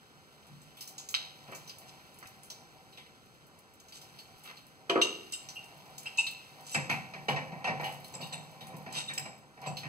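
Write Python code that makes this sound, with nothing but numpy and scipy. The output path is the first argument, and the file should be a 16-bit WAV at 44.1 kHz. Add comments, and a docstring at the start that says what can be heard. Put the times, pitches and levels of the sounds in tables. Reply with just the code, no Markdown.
"""A concrete basement, where a brass faucet is screwed onto a pipe by hand. Friction makes its thread and
tag rustle, and small impacts make them tick. A pipe wrench is lifted off a laundry tub, its loose jaw
clanks, and it knocks and scrapes on the pipework, whose normal modes boom and ring. The walls reverberate
over a boiler's hush. In the treble the right channel leads and is inverted."""
import sys
import numpy as np
from scipy import signal
from scipy.fft import rfft, irfft, next_fast_len
from scipy.io import wavfile

SR = 44100
rng = np.random.default_rng(int(sys.argv[2]) if len(sys.argv) > 2 else 0)


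def pcm_store(signal):
    """Save signal as 16-bit PCM."""
    levels = np.round(np.clip(np.atleast_2d(signal), -1, 1) * 32767)
    wavfile.write(sys.argv[1], SR, levels.astype(np.int16).T)


N = 435708

# spectrum of the hush: frequency_hz, relative_density_db
HUSH_SPECTRUM = [(15, -48), (25, -8.5), (117, 3), (230, 1.5), (500, -1.5), (800, -15), (1500, -4),
                 (2500, -15.5), (5000, -20), (9000, -19), (16000, -59)]
# hands and jaws on the pipes: time_s, grip_db, scrape_db
FRICTION = [(0.0, -57, -66), (1.65, -47, -59.5), (3.74, -57, -68.5), (4.1, -49.5, -60),
            (4.92, -52.5, -67.5), (5.09, -54, -56.5), (5.78, -46, -60.5), (6.33, -48.5, -58),
            (7.7, -39.5, -64), (7.95, -42, -58.5), (8.72, -41, -62.5), (9.13, -49, -61), (9.44, -53, -71.5),
            (9.88, -43, -61)]
# blows on the pipework: start_s, level_db, extra_boom_db, extra_clack_db
PIPE_KNOCKS = [(0.487, -62, 22.5, 1), (1.476, -51, 11, -1), (1.524, -61.5, -16, 16.5), (2.976, -52.5, 5, 4),
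               (4.479, -48.5, -30, -1), (6.746, -22.5, 1.5, 0.5), (6.895, -28, 5.5, 1),
               (6.91, -33.5, -3.5, -3), (7.136, -41, 4.5, 5.5), (7.283, -17.5, -3, -8.5),
               (7.362, -30.5, -15, 0.5), (7.52, -36.5, 8, -8), (7.643, -25.5, -8, -5.5),
               (7.674, -20, -2.5, -9.5), (7.796, -26, -19, -10), (7.832, -30, -7, -7.5),
               (8.141, -42, 7, -6), (8.201, -36, 0.5, -11.5), (8.323, -40, 3, -2.5), (8.612, -47, 9, -4),
               (8.733, -40, 10, -20), (8.862, -38, 6.5, -2.5), (8.959, -35.5, -6, -27),
               (9.099, -44.5, 7, 7.5), (9.173, -39.5, 4.5, 3), (9.254, -36, -3.5, -4.5),
               (9.574, -42, -3, -11), (9.62, -33.5, -16, -15), (9.66, -28, -3, -21),
               (9.832, -38.5, 6, -0.5), (9.85, -47, 8, 2)]
# normal modes of pipework, tub and wrench parts: pitch_hz, gain_db, t60_s
PIPE_MODES = [(137, -10.5, 0.18), (146.5, -3, 0.38), (174, -3.5, 0.1), (280.2, -18, 0.58), (409, -8, 0.068),
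              (523.7, -16, 0.51), (637, -6, 0.082), (693, -2, 0.049), (766.5, -1.5, 0.21), (832, 3, 0.032),
              (944.4, -3, 0.075), (1000.6, -5, 0.087), (1873, 4, 0.045), (2066, -13.5, 0.29),
              (2150, 2.5, 0.014), (2309, -1.5, 0.084), (2447, -3, 0.053), (2646, -2.5, 0.054)]
TUB_MODES = [(337, -1.5, 0.28), (478, -1, 0.17), (392, 2.5, 0.16), (522, 4.5, 0.094), (269, -18, 0.12),
             (568, -9, 0.11), (684, 3, 0.11), (966, -2.5, 0.15), (1140, 0, 0.08), (1264, -4, 0.15)]
JAW_MODES = [(2627, 6.5, 0.34), (919, -13.5, 0.057)]
HANDLE_MODES = [(2800, 3, 0.36), (3120, -8.5, 0.11)]
NUT_MODES = [(3756, 0.19, 0.051)]
SMALL_PART_MODES = [(5110, 0.5, 0.2), (5970, -9, 0.15), (7680, 5.5, 0.47), (7810, -4.5, 0.13),
                    (8760, 2, 0.25)]
# reverberation time of the basement: frequency_hz, t60_s
ROOM_DECAY = [(150, 1), (600, 0.51), (3000, 0.53), (8000, 0.48), (15000, 0.15)]
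# dry ticks of thread, tag and nut: start_s, level_db, pitch_hz, t60_s, edge_db
THREAD_TICKS = [(0.469, -64, 10400, .08, -60), (0.617, -59.5, 7900, .1, -59),
                (0.771, -56, 3400, 0.24, -51.5), (0.8087, -42.5, 5230, 0.15, -39.5),
                (0.876, -50, 5870, 0.15, -42), (0.981, -43.5, 6530, 0.2, -52),
                (1.089, -41, 6550, 0.093, -40.5), (1.108, -50, 6960, .1, -40),
                (1.1427, -17.5, 2810, 0.012, -45), (1.148, -25, 3860, 0.064, -52),
                (1.162, -43.5, 4400, 0.21, -56), (1.518, -65, 7750, 0.065, -49),
                (1.55, -48, 6700, 0.18, -45), (1.6762, -49, 5900, 0.13, -50),
                (1.6956, -43, 4770, 0.11, -56), (1.785, -68, 11900, 0.09, -44.5),
                (2.143, -59, 11000, 0.076, -65), (2.228, -43.5, 1680, 0.087, -64),
                (2.257, -52, 2480, 0.08, -58), (2.272, -56, 5650, 0.076, -45.5),
                (2.433, -54.5, 9600, 0.17, -53), (2.502, -42.5, 5740, 0.14, -47),
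                (2.926, -59, 4030, 0.28, -64), (2.974, -51, 3520, 0.25, -61),
                (3.063, -58, 2970, 0.084, -69), (3.801, -53.5, 6350, 0.071, -55),
                (3.885, -55.5, 6340, 0.12, -56), (3.923, -49.5, 4540, 0.12, -53),
                (4.016, -51.5, 5250, 0.14, -50.5), (4.1888, -49.5, 4400, 0.15, -52),
                (4.436, -67, 11700, 0.36, -49.5), (4.5695, -52.5, 4220, 0.16, -57),
                (4.6676, -72, 8900, 0.023, -45.5), (4.8977, -25, 2960, 0.081, -60),
                (5.016, -22.5, 3480, 0.041, -42), (5.02, -30.5, 6080, 0.15, -46),
                (5.323, -38, 7430, 0.13, -43), (5.4877, -43, 5840, 0.14, -53),
                (5.643, -52.5, 8700, 0.043, -57), (5.981, -44, 7060, 0.11, -40.5),
                (6.031, -51, 9000, 0.06, -47.5), (6.058, -43.5, 2680, 0.19, -58),
                (6.175, -41, 6630, 0.37, -57), (6.2678, -35, 4230, 0.11, -46),
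                (6.608, -69, 8900, 0.054, -49), (6.667, -47, 7400, 0.079, -52),
                (6.7147, -51, 9200, 0.055, -40), (6.745, -36, 7400, 0.11, -49),
                (6.8986, -32, 2300, 0.24, -44), (7.286, -33.5, 2960, 0.2, -50),
                (7.6438, -38.5, 2720, 0.37, -70), (7.812, -63, 13000, 0.08, -47),
                (7.8423, -40, 2920, 0.33, -46), (7.923, -55, 8850, .08, -48),
                (8.045, -52.5, 4170, 0.15, -46.5), (8.082, -62, 10200, .05, -47),
                (8.1398, -45, 7260, 0.076, -58), (8.213, -46.5, 4440, 0.36, -50),
                (8.328, -43, 4100, 0.1, -52), (8.514, -69, 8900, 0.05, -55), (8.609, -50, 3700, 0.24, -55),
                (8.67, -52, 10100, 0.07, -48), (8.767, -53, 11900, 0.062, -48),
                (8.9264, -47, 7400, 0.089, -45), (9.136, -44.5, 7750, 0.15, -47),
                (9.179, -31, 2890, 0.032, -31), (9.616, -57, 4670, 0.1, -53.5),
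                (9.664, -46.5, 4500, 0.14, -53), (9.77, -41, 4220, 0.21, -48)]
# bumps against the tub: start_s, level_db, contact_s
TUB_BUMPS = [(1.484, -42, 0.011), (1.521, -43.5, 0.0063), (4.894, -21.5, 0.034), (4.957, -17, 0.0067),
             (4.975, -22.5, 0.021)]
# gritty strokes: peak_s, level_db, pitch_hz, half_width_s
SCUFF_STROKES = [(1.53, -48.5, 1930, 0.02), (1.89, -54.5, 5550, 0.018), (3.965, -49, 6400, 0.021),
                 (4.486, -47, 2800, 0.037), (6.716, -48, 6700, 0.053), (8.976, -37, 4330, 0.039),
                 (9.1, -49.5, 2600, 0.011), (9.668, -48.5, 2430, 0.04)]
# clanks of the loose jaw: start_s, jaw_db, handle_db, nut_db, small_parts_db, swell_s
WRENCH_CLANKS = [(5.018, -53, -19, -27, -38.5, 0.0079), (5.324, -60, -39.5, -41, -40.5, 0.016),
                 (5.554, -60, -40.5, -71, -72, 0.019), (6.06, -41.5, -34, -62, -59.5, 0.0099),
                 (6.1789, -26.5, -28.5, -30, -38.5, 0.014), (6.268, -58, -60, -32, -47, 0.0063),
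                 (6.7175, -54, -50, -50, -47, 0.012), (6.743, -47, -59, -42, -37, 0.01),
                 (8.1464, -67, -65, -52, -45.5, 0.0068), (8.2138, -63, -61, -48, -61, 0.022),
                 (8.323, -53, -56, -43, -50, 0.015), (8.955, -62, -41.5, -37.5, -43, 0.028),
                 (9.074, -62, -46, -33, -52, 0.014), (9.178, -51, -55, -43, -35, 0.0055),
                 (9.6639, -49.5, -54, -55, -58, 0.014)]
# phase lead of the right channel below the treble: frequency_hz, phase_rad
RIGHT_PHASE = [(45, 2.4), (120, .15), (700, .4), (1000, .65), (1200, .8), (1350, 1.3), (1500, 2.5),
               (1650, 2.9), (1850, 3.55)]
# part of the sound that differs between the sides: frequency_hz, amplitude_share
DIFFUSE_SHARE = [(50, .5), (130, .42), (300, .42), (600, .22), (1000, .1), (1500, .3), (2500, .1),
                 (7000, .24), (10000, .36), (15000, .5)]


def amp(db):
    """Amplitude grows tenfold per 20 dB."""
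    return 10 ** (np.asarray(db) / 20)


def unit_rms(x):
    """Normalisation to a mean power of 1."""
    return x / np.sqrt(np.mean(np.abs(x) ** 2) + 1e-20)


def at_hz(points, hz):
    """Interpolation on a log-frequency axis."""
    frequencies, values = np.transpose(points)
    return np.interp(np.log(hz), np.log(frequencies), values)


def band(x, low_hz, high_hz, order=2):
    """Band-pass filtering."""
    sos = signal.butter(order, [low_hz, min(high_hz, .45 * SR)], "band", fs=SR, output="sos")
    return signal.sosfilt(sos, x)


def add(out, start_s, sound):
    """Superposition: a sound adds to those already present."""
    i = round(start_s * SR)
    out[i:i + len(sound)] += sound[:N - i]


def ring(force, hz, t60):
    """Damped resonance: a unit impulse starts a decaying sine of amplitude 1."""
    r, w = amp(-60 / (t60 * SR)), 2 * np.pi * hz / SR
    return signal.lfilter([0, np.sin(w)], [1, -2 * r * np.cos(w), r * r], force + 1e-18)


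def grains(per_s, spread_db):
    """Shot noise: random clicks of uneven size."""
    sizes = amp(spread_db * np.minimum(rng.exponential(1, N), 5)) * rng.choice([-1, 1], N)
    return unit_rms(sizes * (rng.random(N) < per_s / SR))


def impacts(starts, levels_db, contact_s):
    """Impact force rises fast and decays over the contact time; the level sets its energy."""
    out, t = np.zeros(N), np.arange(SR // 4) / SR
    for start_s, db, length_s in np.broadcast(starts, levels_db, contact_s):
        pulse = (1 - np.exp(-t / (0.02 * length_s))) * np.exp(-t / length_s)
        add(out, start_s, amp(db) * pulse / np.sqrt(np.sum(pulse ** 2)))
    return out


def body(force, modes, modes_db, wash_db, span_hz):
    """Modal response: a rough force rings the strong modes; the weak ones overlap in a wash of noise."""
    drive = force * rng.standard_normal((3, N))
    rings = sum(amp(db) * ring(drive[k % 2], hz, t60)
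                for k, (hz, db, t60) in enumerate(modes) if span_hz[0] <= hz < span_hz[1])
    return amp(modes_db) * rings + amp(wash_db) * band(drive[2], *span_hz, order=3)


def scatter(x, size, decays=None):
    """Diffusion: each short slice keeps its spectrum, loses its phase and lingers if given decay times."""
    hz, times, slices = signal.stft(x, SR, nperseg=size, noverlap=size // 2)
    power = np.abs(slices) ** 2
    if decays:
        retained = amp(-60 * (times[1] - times[0]) / at_hz(decays, hz + 1)) ** 2
        for k in range(1, len(times)):
            power[:, k] = (1 - retained) * power[:, k] + retained * power[:, k - 1]
    dephased = np.sqrt(power) * np.exp(2j * np.pi * rng.random(power.shape))
    out = signal.istft(dephased, SR, nperseg=size, noverlap=size // 2)[1][:N]
    return unit_rms(out) * np.sqrt(np.mean(x ** 2))


def boiler_hush():
    """Stationary noise, strongest in the bass."""
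    hz = np.maximum(np.fft.rfftfreq(N, 1 / SR), 1)
    spectrum = rfft(rng.standard_normal(N)) * amp(at_hz(HUSH_SPECTRUM, hz))
    return amp(-61.5) * unit_rms(irfft(spectrum, N))


def rubbing(scrape_db):
    """Sliding friction is a stream of tiny impacts: coarse for metal on metal, finer for skin and tag."""
    scrape = unit_rms(band(grains(2000, spread_db=-0.5), 1300, 5000))
    rustle = unit_rms(band(grains(3800, spread_db=-10), 3600, 22200))
    decay = amp(-60 / (0.059 * SR))   # sparse, crisp crackles with a t60 of 59 ms
    bursts = signal.lfilter([1], [1, -decay], np.abs(grains(45, spread_db=6.5)))
    crackle = unit_rms(band(bursts * rng.standard_normal(N), 6500, 20000))
    rustle_db = -68.5 + scrape_db - scrape_db.mean()
    return amp(scrape_db) * scrape + amp(rustle_db) * (rustle + amp(-3) * crackle)


def pipework(grip_db):
    """Forced vibration: knocks and a wavering grip drive the pipes; low modes are pushed longest."""
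    starts, level_db, extra_boom_db, extra_clack_db = np.transpose(PIPE_KNOCKS)
    waver_hz, waver_db = 4.9, 2
    slow = signal.butter(2, waver_hz, fs=SR, output="sos")
    waver = unit_rms(signal.sosfilt(slow, rng.standard_normal(N)))
    grip = amp(grip_db + waver_db * waver)
    boom_force = impacts(starts, level_db + extra_boom_db, contact_s=0.048) + amp(-36) * grip
    middle_force = impacts(starts, level_db, contact_s=0.032) + amp(-31.5) * grip
    clack_force = impacts(starts, level_db + extra_clack_db, contact_s=0.024) + amp(-46.5) * grip
    boom = body(boom_force, PIPE_MODES, modes_db=-8.5, wash_db=32.2, span_hz=(115, 278))
    middle = body(middle_force, PIPE_MODES, modes_db=-10, wash_db=24.3, span_hz=(420, 1070))
    clack = body(clack_force, PIPE_MODES, modes_db=-2.6, wash_db=20, span_hz=(1200, 5400))
    return boom + middle + clack


def room(x):
    """Reverberation: concrete walls and pipes return a dense tail some 15 ms late."""
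    tail = scatter(x, size=1024, decays=ROOM_DECAY)
    return amp(-7.5) * np.r_[np.zeros(SR // 65), tail][:N]


def ticks():
    """A brief impact has a broad spectrum: a puff of noise with a crack, a short ring and a fine edge."""
    out, t = np.zeros(N), np.arange(SR // 5) / SR
    attack = 1 - np.exp(-t / 0.00097)
    snap = 1 + amp(-1.5) * np.exp(-t / 0.0011)   # the first instant stands out
    for start_s, db, hz, t60, edge_db in THREAD_TICKS:
        noise = rng.standard_normal((3, len(t)))
        fall_db = -60 * t / min(t60, .3)
        puff = unit_rms(band(noise[0], hz / 1.72, hz * 1.173))
        crack = amp(-1.5) * band(noise[1], 1330, 5770)
        ping = amp(-0.65 + 0.3 * fall_db) * unit_rms(band(noise[1], hz / 1.04, hz * 1.04))
        edge = amp(edge_db + fall_db / 0.9) * band(noise[2], 5000, 23300, order=3)
        tick = amp(db + fall_db) * (puff + crack + ping) + edge
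        add(out, start_s - .001, tick * attack * snap)
    return out


def tub():
    """Plate vibration: dull blows excite the modes of the tub wall."""
    force = impacts(*np.transpose(TUB_BUMPS))
    wall = body(force, TUB_MODES, modes_db=-10.5, wash_db=26.2, span_hz=(270, 2000))
    return band(wall, 180, 4000)


def scuffs():
    """Friction in short strokes: coarse grains swell and fade under a bell-shaped envelope."""
    out, t = np.zeros(N), np.arange(-SR // 6, SR // 6) / SR
    grit = grains(1500, spread_db=2)
    for peak_s, db, hz, half_width_s in SCUFF_STROKES:
        end = round(peak_s * SR)
        rasp = unit_rms(band(grit[end - len(t):end], hz / 2.56, hz * 1.31))
        add(out, peak_s + t[0], amp(db) * np.exp(-(t / half_width_s) ** 2) * rasp)
    return out


def wrench_clanks():
    """Damped vibration: the jaw chatters, so each mode swells and flutters; the hand leaves a weak tail."""
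    out, t = np.zeros(N), np.arange(2 * SR // 5) / SR
    flutter_hz, firm_db, strike_spread_db, damped_db = 85, -26, 6.5, -31
    smooth = signal.butter(2, flutter_hz, fs=SR, output="sos")
    parts = JAW_MODES, HANDLE_MODES, NUT_MODES, SMALL_PART_MODES
    for start_s, *part_dbs, swell_s in WRENCH_CLANKS:
        rise = t / swell_s
        swell = (rise * np.exp(1 - rise)) ** 2.4
        modes = [(hz, db + part_db, t60) for part, part_db in zip(parts, part_dbs) for hz, db, t60 in part]
        noise = signal.sosfilt(smooth, rng.standard_normal((2, len(modes), len(t))))
        flutters = unit_rms(noise[0] + 1j * noise[1])
        phases, strikes = rng.random(len(modes)), rng.standard_normal(len(modes))
        for (hz, db, t60), flutter, phase, strike in zip(modes, flutters, phases, strikes):
            loose = np.clip((firm_db - db) / 30, 0, 1)   # weakly struck modes rattle more than they ring
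            tone = np.exp(2j * np.pi * (hz * t + phase))
            chatter = swell * (1 - loose + (0.08 + loose) * flutter)
            tail = amp(damped_db - 60 * t / t60) * (1 - np.exp(-rise))
            tail = tail * (1 - loose + 0.85 * flutter)
            gain = amp(db + strike_spread_db * strike * loose)
            add(out, start_s - .001, gain * np.imag((chatter + tail) * tone))
    return out


def scene():
    """Superposition at one point of the room; small bodies radiate no deep bass."""
    times, *levels = np.transpose(FRICTION)
    grip_db, scrape_db = [np.interp(np.arange(N) / SR, times, db) for db in levels]
    work = ticks() + scuffs() + wrench_clanks() + pipework(grip_db) + tub()
    bass_cut = signal.butter(4, 112, "high", fs=SR, output="sos")
    work = signal.sosfilt(bass_cut, work + room(work))
    mono = work + rubbing(scrape_db) + boiler_hush()
    return np.array([mono, mono])


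def record(dry):
    """Phase difference and partial coherence between the channels give width; the top treble is cut."""
    lead_s, diffuse_delay_s, stopband_hz = 24.6 / SR, .015, 16100
    size = next_fast_len(N + SR // 4)
    hz = np.maximum(np.fft.rfftfreq(size, 1 / SR), 1)
    treble_phase = 2 * np.pi * hz * lead_s - np.pi + .2   # early and inverted
    right_phase = np.where(hz < RIGHT_PHASE[-1][0], at_hz(RIGHT_PHASE, hz), treble_phase)
    share = at_hz(DIFFUSE_SHARE, hz)
    delay = np.exp(-2j * np.pi * hz * diffuse_delay_s)
    lows = rfft(scatter(dry[0], size=2048), size)
    highs = rfft(scatter(dry[0], size=256), size)
    diffuse = share * delay * np.where(hz < 700, lows, highs)
    coherent = np.sqrt(1 - share ** 2) * rfft(dry[0], size)
    left = coherent + diffuse
    right = (coherent - diffuse) * np.exp(1j * right_phase)
    stereo = irfft([left, right], size)[:, :N]
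    return signal.sosfilt(signal.cheby2(20, 70, stopband_hz, fs=SR, output="sos"), stereo)


dry = scene()
out = record(dry)
pcm_store(out)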